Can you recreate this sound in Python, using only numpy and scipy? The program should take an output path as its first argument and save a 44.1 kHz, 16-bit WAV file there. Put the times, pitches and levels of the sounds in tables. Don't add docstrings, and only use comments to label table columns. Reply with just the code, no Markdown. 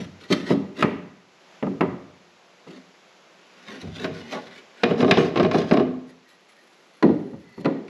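import sys
import numpy as np
from scipy import signal
from scipy.fft import rfft, irfft
from scipy.io import wavfile

SR = 44100
rng = np.random.default_rng(int(sys.argv[2]) if len(sys.argv) > 2 else 0)


def wrap_up_sound(samples):
    columns = np.atleast_2d(samples).T
    tamed = np.clip(columns, -1, 1)
    steps = np.round(tamed * 32767).astype(np.int16)
    wavfile.write(sys.argv[1], SR, steps)


N = 347938


def undb(db):
    return 10 ** (np.asarray(db) / 20)


def rms(x):
    return np.sqrt(np.mean(x ** 2)) + 1e-12


def over_hz(hz, table):
    points_hz, *columns = np.transpose(table)
    log_hz = np.log(np.maximum(hz, 1))
    return [np.interp(log_hz, np.log(points_hz), column) for column in columns]


def over_time(table):
    points_s, *columns = np.transpose(table)
    return [np.interp(np.arange(N) / SR, points_s, column) for column in columns]


def split(x, edges_hz):
    bands = []
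    for hz in edges_hz:
        low = signal.butter(5, hz, fs=SR, output="sos")
        high = signal.butter(5, hz, "high", fs=SR, output="sos")
        bands.append(signal.sosfilt(low, x))
        x = signal.sosfilt(high, x)
    return bands + [x]


def response(spectrum, modes=(), size=16384):
    hz = np.maximum(np.fft.rfftfreq(size, 1 / SR), 1)
    cepstrum = irfft(np.log(undb(over_hz(hz, spectrum)[0])))
    cepstrum[1:size // 2] *= 2
    cepstrum[size // 2 + 1:] = 0
    smooth = np.exp(rfft(cepstrum))
    peaks = 0
    for mode_hz, width_hz, db in modes:
        peaks = peaks + undb(db) / (1 + 1j * (hz ** 2 - mode_hz ** 2) / (hz * width_hz))
    return irfft(smooth * (1 + peaks))[:size // 2]


def workshop_air(low_cut_hz=110):
    # frequency in Hz, relative density in dB per Hz.
    spectrum = [(24, -45.5), (40, -14), (114, -15), (181, 3.5), (267, -5.5), (350, 3.5), (446, -1),
                (504, 2), (1470, -3.5), (1830, -5), (2230, -4), (6990, -14.5), (8920, -29.5), (11100, -22),
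                (13500, -58)]
    # time in seconds, rms level in dB.
    level = [(0, -53.5), (1.25, -57.5), (1.55, -51.5), (2.0, -56.5), (2.6, -54.5), (4.7, -53), (5.9, -58),
             (6.35, -57.5), (6.9, -56.5), (7.3, -59), (7.89, -56)]
    air = signal.fftconvolve(rng.standard_normal(N), response(spectrum))[:N]
    air = signal.lfilter(*signal.butter(2, low_cut_hz, "high", fs=SR), air)
    return air / rms(air) * undb(over_time(level)[0])


def wood(modes, top_db):
    # frequency in Hz, gain in dB.
    dense = [(35, -42), (60, -19.5), (110, -3), (180, 14), (400, 9.5), (700, -1), (1400, -10.5),
             (2600, -11), (4200, -13), (5600, -17), (7500, -30.5), (11000, -36.5), (13500, -69.5)]
    shelf = [(5000, 0), (10000, top_db)]  # Hz, dB
    spectrum = [(hz, db + over_hz(hz, shelf)[0]) for hz, db in dense]
    return response(spectrum, modes)


def dense_ring(t, rise_s=0.00027, build_s=0.012):
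    # frequency in Hz, board t60 in s, hull and room t60 in s, tail in dB re the blow.
    decay = [(79, 0.022, 0.67, -11.5), (212, 0.21, 0.61, -11), (480, 0.15, 0.59, -10),
             (1220, 0.088, 0.72, -20), (3160, 0.032, 0.55, -20), (9000, 0.031, 0.43, -23.5)]
    edges_hz = 110 * 2 ** np.arange(7)
    centres_hz = np.append(edges_hz, 2 * edges_hz[-1]) / np.sqrt(2)
    noise = rng.standard_normal(len(t))
    ring = 0
    for hz, band in zip(centres_hz, split(noise, edges_hz)):
        board_t60, room_t60, tail_db = over_hz(hz, decay)
        board = undb(-60 * t / board_t60)
        room = undb(tail_db - 60 * t / room_t60) * (1 - np.exp(-t / build_s))
        ring = ring + band * np.hypot(board, room)
    return ring * (1 - np.exp(-t / rise_s))


def friction(strokes, rasp_db):
    attack_s, release_s = 0.0094, 0.0084
    t, gains = np.arange(N) / SR, np.zeros((3, N))
    for start_s, length_s, db, bright_db, swell_db in strokes:
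        before = np.maximum(start_s - t, 0) / attack_s
        after = np.maximum(t - start_s - length_s, 0) / release_s
        outside = before + after
        near = outside < 10
        progress = np.clip((t[near] - start_s) / length_s, 0, 1)
        effort = undb(db + swell_db * (progress - .5)) * np.exp(-outside[near])
        stroke = np.outer(undb([-bright_db, rasp_db, bright_db]), effort)
        gains[:, near] = np.hypot(gains[:, near], stroke)
    return gains


def slide(strokes, modes, rasp_db, slips_per_s, spread_db, patchy_db, top_db):
    edges_hz = [550, 1500]
    spot_s = .07
    slipping = rng.random(N) < slips_per_s / SR
    size = np.minimum(rng.exponential(size=N), 4)
    patches = np.interp(np.arange(N), np.linspace(0, N, 700), rng.uniform(-1, 1, 700))
    slips = slipping * undb(spread_db * size + patchy_db * patches) * rng.choice([-1, 1], N)
    drives = slips / rms(slips) * friction(strokes, rasp_db)
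    first_s, last_s = strokes[0][0] - spot_s, strokes[-1][0] + strokes[-1][1] + spot_s
    t, hop = np.arange(SR // 2) / SR, int(spot_s * SR)
    board, out = wood(modes, top_db), np.zeros(N + SR)
    for start in range(max(int(first_s / spot_s), 0) * hop, min(int(last_s * SR), N), hop):
        ring = signal.fftconvolve(dense_ring(t), board)[:len(t)]
        for drive, band in zip(drives, split(ring, edges_hz)):
            rub = signal.fftconvolve(drive[start:start + hop], band / np.linalg.norm(band))
            out[start:start + len(rub)] += rub
    return out[:N]


def blow_levels(strength_db, hardness_db, thud_db, colour):
    share = (0.25, 0.87, 1.02)
    treble_db = np.array(colour) + hardness_db * np.array(share)
    return strength_db + np.array([thud_db, 0, *treble_db])


def knocks(blows, modes, colour, contact_s, push_db, top_db):
    edges_hz = [130, 550, 1500, 3500]
    centres_hz = [80, 270, 900, 2300, 5200]
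    level_n = int(.035 * SR)
    t = np.arange(SR * 3 // 4) / SR
    board, out = wood(modes, top_db), np.zeros(N + len(t))
    push = np.sin(np.pi * np.minimum(t / contact_s, 1)) ** 2
    for start_s, strength_db, hardness_db, thud_db in blows:
        levels_db = blow_levels(strength_db, hardness_db, thud_db, colour)
        force = undb(push_db) * push / push.sum() + dense_ring(t, rise_s=contact_s)
        ring = signal.fftconvolve(force, board)[:len(t)]
        for _ in range(2):
            bands = split(ring, edges_hz)
            gains_db = [db - 20 * np.log10(rms(band[:level_n])) for db, band in zip(levels_db, bands)]
            contact = response(list(zip(centres_hz, gains_db)), size=4096)
            ring = signal.fftconvolve(ring, contact)[:len(t)]
        start = max(int(start_s * SR), 0)
        out[start:start + len(t)] += ring
    return out[:N]


def pine_frame():
    # frequency in Hz, width in Hz, level in dB over the dense wood response.
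    modes = [(185, 51, 3), (251, 21, 11.5), (377, 14, 6.5), (600, 160, -8), (1078, 48, 7), (1448, 29, 8.5),
             (1970, 60, 1), (2185, 29, -1.5), (2930, 21, 1.5), (3600, 53, -1)]
    # start in s, length in s, level in dB, brightness in dB, swell in dB.
    strokes = [(3.38, 0.31, -60, 1.5, 14), (3.68, 0.097, -43.5, 0, -3.5), (3.8, 0.016, -44.5, 0.5, 14.5),
               (3.84, 0.13, -53, -0.5, 6), (3.955, 0.097, -37, -1, 11.5), (4.14, 0.35, -48, -1, -11),
               (4.32, 0.052, -41, 0, -16), (4.51, 0.081, -53, 5, 2), (4.73, .1, -54, 0, 17)]
    # start in s, length in s, level in dB, brightness in dB, swell in dB.
    chatter = [(4.328, 0.054, -46, 0.5, -6)]
    drag = slide(strokes, modes, rasp_db=-6.5, slips_per_s=1100, spread_db=3.5, patchy_db=2.0, top_db=10.5)
    return drag + slide(chatter, modes, rasp_db=12, slips_per_s=600, spread_db=2.5, patchy_db=-1.5, top_db=5)


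def squeaks(spread=0.0098):
    # start in s, length in s, frequency in Hz, level at mid-squeak in dB rms.
    notes = [(6.242, 0.053, 1880, -62), (6.55, 0.079, 1860, -58), (7.43, 0.2, 1990, -58),
             (7.438, 0.27, 4370, -65)]
    t, out = np.arange(N) / SR, np.zeros(N)
    for start_s, length_s, hz, db in notes:
        band = signal.butter(1, [hz / (1 + spread), hz * (1 + spread)], "band", fs=SR)
        note = signal.lfilter(*band, rng.standard_normal(N))
        swell = np.sin(np.pi * np.clip((t - start_s) / length_s, 0, 1))
        out += undb(db) * note / rms(note) * swell
    return out


def pine_post():
    # start in s, strength in dB, contact hardness in dB, hull thud in dB over the strength.
    blows = [(7.025, -19, 4.5, -25.5), (7.04, -13, -23.5, -14), (7.089, -19.5, -19.5, -13.5),
             (7.332, -41, -9, -0.5), (7.578, -38.5, -8, -5.5), (7.646, -31.5, 7, -12.5),
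             (7.655, -20, 2.5, -13.5), (7.88, -52, 18, -32)]
    # frequency in Hz, width in Hz, level in dB over the dense wood response.
    modes = [(172, 35, 2.1), (254, 29, 5.1), (282, 66, 18.5), (328, 8, 11), (393, 21, 12.2), (455, 11, 5.3),
             (544, 11, 10.3), (714, 3.5, 1.9), (990, 16, 1.7), (1200, 52, 6), (1414, 57, 3.2),
             (1907, 110, 7.4), (2700, 20, 3.8), (3500, 24, 1.9), (4120, 180, 3.6)]
    # knock, clack and tick in dB over its boom.
    colour = (-5, -17.5, -28.5)
    # start in s, length in s, level in dB, brightness in dB, swell in dB.
    strokes = [(6.08, 0.022, -59, 3, 4), (6.29, .06, -66.5, 7.5, -2), (6.4, .045, -66, 3, -5),
               (6.49, .04, -73.5, 15, -7), (6.56, 1, -68.5, 3, -6), (7.555, 0.052, -55.5, -8, 23)]
    post = knocks(blows, modes, colour, contact_s=0.001, push_db=17.5, top_db=10) + squeaks()
    return post + slide(strokes, modes, rasp_db=-5, slips_per_s=800, spread_db=3, patchy_db=4, top_db=27)


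def bulkhead_panel():
    # start in s, strength in dB, contact hardness in dB, hull thud in dB over the strength.
    blows = [(0, -35, -28, -2.5), (0.303, -18.5, -29.5, -14.5), (0.322, -34, 11.5, -33),
             (0.504, -18, -12, -11), (0.516, -31.5, 1, -21), (0.825, -19.5, 13.5, -8),
             (1.626, -25.5, 0, -12), (1.667, -29.5, -5.5, -15.5), (1.808, -19.5, 5.5, -11),
             (2.667, -45.5, -3, -10)]
    # frequency in Hz, width in Hz, level in dB over the dense wood response.
    modes = [(95, 2.7, 6.5), (210, 120, 2.5), (207, 72, -15), (275.5, 20, 13.5), (353.7, 6.3, 1.5),
             (375, 31, 4.5), (600.7, 8.7, 7.5), (770, 5.8, -16), (1012, 22, 2), (1237, 115, 6.5),
             (1930, 120, 2.5), (2710, 96, -1), (4230, 30, 3.5)]
    # knock, clack and tick in dB over its boom.
    colour = (-4.5, -16, -34)
    # start in s, length in s, level in dB, brightness in dB, swell in dB.
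    strokes = [(0, .05, -46, 0, 1), (.21, 0.041, -47, 1.5, -4), (.325, 0.0082, -35.5, 9.5, -20),
               (.345, 0.097, -48.5, 1.5, -6), (.465, 0.06, -33, -3, 4), (.765, 0.059, -32.5, -5, 13.5),
               (2.675, 0.098, -49.5, -3, -1)]
    bulkhead = knocks(blows, modes, colour, contact_s=0.0006, push_db=16.5, top_db=19)
    return bulkhead + slide(strokes, modes, rasp_db=-5, slips_per_s=1500, spread_db=2.5, patchy_db=6, top_db=13)


def deck_hum(start_s, swell_s=0.079):
    # frequency in Hz, level in dB, t60 in s.
    hum = [(255, -8.5, 0.49), (351, -15, 0.38), (350, -31, 0.33), (454, -40, 0.68)]
    t = np.maximum(np.arange(N) / SR - start_s, 0)
    notes = sum(undb(db - 60 * t / t60) * np.sin(2 * np.pi * hz * t) for hz, db, t60 in hum)
    return notes * (1 - np.exp(-t / swell_s))


def deck_panel():
    # start in s, strength in dB, contact hardness in dB, hull thud in dB over the strength.
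    blows = [(3.675, -53, 16, -5), (3.832, -38, -26, -1.5), (3.873, -40, -17, 3.5),
             (4.043, -29.5, 11, -10.5), (4.095, -36.5, -30, -2.5), (4.468, -58, 25, 1),
             (4.834, -19, 12.5, -18), (4.909, -22.5, -3.5, -11.5), (5.004, -30.5, 12.5, -35),
             (5.027, -18, -2.5, -11.5), (5.045, -23.5, 0.5, -17), (5.079, -19, -5, -25.5),
             (5.11, -19, 18.5, -6), (5.172, -18, 4.5, -10), (5.358, -23.5, 4.5, -34), (5.372, -23.5, 8, -9),
             (5.397, -18, 2.5, -22.5), (5.429, -28, 8, -1), (5.447, -23, 3.5, -30), (5.512, -27, 9, -13),
             (5.544, -17.5, -1.5, -25), (5.56, -26.5, -27, -3.5), (5.616, -35.5, 9.5, -7),
             (5.711, -15.5, 0.5, -11.5), (5.738, -20, -2, -21), (5.771, -17.5, -2, -17.5),
             (5.797, -19.5, -5.5, -18.5)]
    # frequency in Hz, width in Hz, level in dB over the dense wood response.
    modes = [(96.7, 3.6, 0.77), (168.8, 9.6, 0.77), (244.5, 7.5, 1.7), (279, 22, 2.5), (403, 61, 7.5),
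             (474, 5.5, 11.7), (628.7, 8.8, 15.8), (692, 106, 8.6), (1074, 30, 11.5), (1170, 143, 6.1),
             (1540, 26, 2.1), (1682, 19, 1.7), (2450, 26, 1.4), (2900, 13, 3), (3650, 6.2, 2.7),
             (3860, 73, 1.7), (4930, 21, 1.7), (4990, 81, 1.9)]
    # knock, clack and tick in dB over its boom.
    colour = (-5.5, -15.5, -26.5)
    # start in s, length in s, level in dB, brightness in dB, swell in dB.
    strokes = [(4.86, 0.17, -35.5, -8, 13), (5.03, .19, -33, -7.5, 5), (5.22, 0.07, -38, -3, -3),
               (5.365, .1, -36, -4.5, -10), (5.535, 0.065, -30.5, -5.5, -7), (5.575, 0.04, -43, 4, 5),
               (5.64, 0.051, -42.5, 1.5, 2.5), (5.72, 0.084, -31, -8, -4)]
    deck = knocks(blows, modes, colour, contact_s=0.00079, push_db=17.5, top_db=-3.5)
    deck += deck_hum(start_s=blows[-1][0])
    return deck + slide(strokes, modes, rasp_db=-3.0, slips_per_s=990, spread_db=2.0, patchy_db=11.0, top_db=9)


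def scene():
    return (workshop_air() + pine_frame() + pine_post() + bulkhead_panel() + deck_panel())[None]


def record(dry, notch_hz=9200, notch_q=2.96):
    top_hz, ceiling = 13700, .88
    coloured = signal.lfilter(*signal.iirnotch(notch_hz, notch_q, fs=SR), dry)
    rounded = coloured / (1 + (coloured / ceiling) ** 6) ** (1 / 6)
    return signal.sosfilt(signal.ellip(8, .2, 70, top_hz, fs=SR, output="sos"), rounded)


dry = scene()
out = record(dry)
wrap_up_sound(out)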